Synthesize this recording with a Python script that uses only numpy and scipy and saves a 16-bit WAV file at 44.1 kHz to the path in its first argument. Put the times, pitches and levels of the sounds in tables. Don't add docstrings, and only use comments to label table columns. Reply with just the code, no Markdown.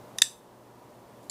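import sys
import numpy as np
from scipy import signal
from scipy.fft import rfft, irfft
from scipy.io import wavfile

SR = 44100
rng = np.random.default_rng(int(sys.argv[2]) if len(sys.argv) > 2 else 0)


def to_wav(s):
    ch = np.atleast_2d(s).T
    pcm = np.round(np.clip(ch, -1, 1) * 32767)
    wavfile.write(sys.argv[1], SR, pcm.astype(np.int16))


N = 57330
TIME = np.arange(N) / SR


def from_db(db):
    return 10 ** (np.asarray(db) / 20)


def at_hz(points, hz):
    frequencies, values = np.transpose(points)
    return np.interp(np.log(hz), np.log(frequencies), values)


def one_pole(x, seconds):
    r = np.exp(-1 / (seconds * SR))
    return signal.lfilter([1 - r], [1, -r], x)


def band_pass(x, band_hz):
    return signal.sosfilt(signal.butter(2, band_hz, "band", fs=SR, output="sos"), x)


def ring(strikes, hz, t60):
    r, w = from_db(-60 / (t60 * SR)), 2 * np.pi * hz / SR
    return signal.lfilter([0, np.sin(w)], [1, -2 * r * np.cos(w), r * r], strikes + 1e-18)


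def burst(start, length):
    phase = np.clip((TIME - start) / length, 0, 1)
    return np.sin(np.pi * np.sqrt(phase))


# (frequency [Hz], relative density [dB])
ROOM_TONE_SPECTRUM = [(25, -27), (55, -12), (85, -14.5), (111, -9.5), (200, -5), (600, -5), (1050, -8.5),
                      (1350, -16.5), (2400, -24.5), (5000, -28.5), (15400, -32.5), (16000, -67.5)]

def room_tone(level_db=-50.5):
    hz = np.maximum(np.arange(N // 2 + 1) * SR / N, 1)
    noise = irfft(rfft(rng.standard_normal(N)) * from_db(at_hz(ROOM_TONE_SPECTRUM, hz)), N)
    return from_db(level_db) * noise / noise.std()


# (frequency [Hz], median rms level [dB])
HUM_PARTIALS = [(120, -63), (200, -70), (250, -68.5), (362, -65.5), (402, -68.5), (600, -64), (960, -67)]

def appliance_hum(waver_db=3.5):
    hum = np.zeros(N)
    for hz, db in HUM_PARTIALS:
        waver = one_pole(one_pole(rng.standard_normal(2 * N), 0.011), 0.011)[N:]
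        amplitude = np.sqrt(2) * from_db(db + waver_db * waver / waver.std())
        hum += amplitude * np.sin(2 * np.pi * (hz * TIME + rng.random()))
    return hum


# (frequency [Hz], t60 [s])
KITCHEN_DECAY = [(1000, 0.24), (3600, .3), (7000, 0.21), (15000, 0.48)]
# (frequency [Hz], relative level [dB])
KITCHEN_COLOUR = [(1500, -1), (2500, -0.5), (3600, -3.5), (5000, 2.5), (6500, 5), (9000, 1), (15000, -10)]

def kitchen_reverb(sound, tail_db=-33.5, onset_s=.0044, wall_db=-38, wall_s=.0118, smear_s=.002):
    t = np.arange(SR // 2) / SR
    edges_hz = 600 * 2 ** np.arange(0, 5, .5)
    white, tail = rng.standard_normal((2, len(t))), 0
    for k, (low, high) in enumerate(zip(edges_hz, np.append(edges_hz[1:], .45 * SR))):
        hz = np.sqrt(low * high)
        decay = from_db(at_hz(KITCHEN_COLOUR, hz) - 60 * t / at_hz(KITCHEN_DECAY, hz))
        tail += band_pass(white[k % 2], [low, high]) * decay
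    tail *= from_db(tail_db) * (1 - np.exp(-t / onset_s))
    wall = from_db(wall_db) * np.exp(-((t - wall_s) / smear_s) ** 2) * white[0]
    return signal.fftconvolve(sound, tail + wall)[:N]


# (time [s], length [s], level [dB])
SOFT_RUBS = [(0.177, 0.019, -50), (1.227, 0.026, -58)]
# (time [s], level [dB])
FINGER_TICKS = [(1.2433, -56), (1.2555, -56), (1.269, -57)]

def handling(tick_s=.0018):
    noise = band_pass(rng.standard_normal(N), [4000, 12000])
    rubs = sum(from_db(db) * burst(start, length) for start, length, db in SOFT_RUBS)
    ticks = sum(from_db(db) * burst(start, tick_s) for start, db in FINGER_TICKS)
    return noise * (rubs + ticks)


# (frequency [Hz], relative level [dB], t60 [s])
LOCK_MODES = [(4470, 0, 0.014), (7350, 2.5, 0.014), (10700, -3.5, 0.0056), (14600, -15, .005)]

def lock_touch(start_s=1.2965, length_s=.0071, scrape_db=-46):
    scrape = from_db(scrape_db) * burst(start_s, length_s)
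    return sum(from_db(db) * ring(scrape * rng.choice([-1, 1], N), hz, t60) for hz, db, t60 in LOCK_MODES)


# (frequency [Hz], t60 [s])
STEEL_PAIR = [(3545, .0165), (3735, .0165)]
# (level re blow [dB], t60 [s])
BLADE_RINGS = [(-42.5, 0.34), (-36.5, .3)]
# (frequency [Hz], level re crack [dB], t60 [s])
BODY_MODES = [(630, -22.5, .014), (1119, -23, 0.011), (1820, -0.5, 0.014), (2626, -4.5, 0.0096),
              (4746, -1.5, 0.0099), (5870, -7, 0.0066), (6163, 4.5, .008), (7180, 0.5, 0.016),
              (8640, 2.5, 0.0036), (9875, -3.5, 0.011), (10550, -13, 0.0035), (11560, -11.5, .005),
              (13700, -15, .005), (15300, -34, .006)]
# (time [s], blow level [dB], crack level [dB], crack length [s], crack towards the walls [dB])
LOCK_CLICKS = [(0.185, -22.5, -27.5, .001, -23), (0.2187, -1, -9.5, .0026, -5)]

def knife(contacts_per_s=20000, chatter_db=6, chatter_t60=.035, blow_lag_s=.00115, blade_hz=(3637, 6239)):
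    blows, crack, wall_crack = np.zeros((3, N))
    for start, blow_db, crack_db, length, walls_db in LOCK_CLICKS:
        blows[int((start + blow_lag_s) * SR)] = from_db(blow_db)
        chatter = (TIME > start) * from_db(chatter_db - 60 * np.abs(TIME - start) / chatter_t60)
        crack += from_db(crack_db) * (burst(start, length) + chatter)
        wall_crack += from_db(walls_db) * burst(start, length)
    contacts = (rng.random(N) < contacts_per_s / SR) * rng.choice([-1, 1], N)
    crack, wall_crack = band_pass(contacts * [crack, wall_crack], [2938, 10100])
    rings = ring(blows, *STEEL_PAIR[0]) - ring(blows, *STEEL_PAIR[1])
    starts, _, cracks_db, lengths, _ = np.transpose(LOCK_CLICKS)
    for hz, mode_db, t60 in BODY_MODES:
        strike_s = starts + lengths * rng.random(len(starts))
        strike_db = cracks_db + mode_db + rng.normal(0, 1.5, len(starts))
        strikes = np.zeros(N)
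        strikes[(strike_s * SR).astype(int)] = from_db(strike_db)
        rings += ring(strikes, hz, t60)
    blade = sum(from_db(db) * ring(blows, hz, t60) for hz, (db, t60) in zip(blade_hz, BLADE_RINGS))
    close = rings + blade + from_db(-3) * crack
    to_walls = from_db(-12) * rings + wall_crack
    low_cut = signal.butter(3, 705.2, "high", fs=SR, output="sos")
    return signal.sosfilt(low_cut, [close, to_walls])


def scene():
    close, to_walls = knife()
    small_sounds = handling() + lock_touch()
    reverb = kitchen_reverb(to_walls + small_sounds)
    return (close + small_sounds + reverb + room_tone() + appliance_hum())[None]


def record(dry):
    knee_db, reduction_db_per_db, release_db_per_s, attack_s = -43.5, 0.15, 23.5, 0.015
    ceiling, cutoff_hz = 1.4, 16950
    level_db = 10 * np.log10(one_pole(dry[0] ** 2, 0.0044) + 1e-12)
    release_db = release_db_per_s * TIME
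    held_db = np.maximum.accumulate(level_db + release_db) - release_db
    gain_db = one_pole(-reduction_db_per_db * np.maximum(held_db - knee_db, 0), attack_s)
    rounded = ceiling * np.tanh(dry * from_db(gain_db) / ceiling)
    return signal.sosfilt(signal.cheby2(12, 70, cutoff_hz, fs=SR, output="sos"), rounded)


dry = scene()
out = record(dry)
to_wav(out)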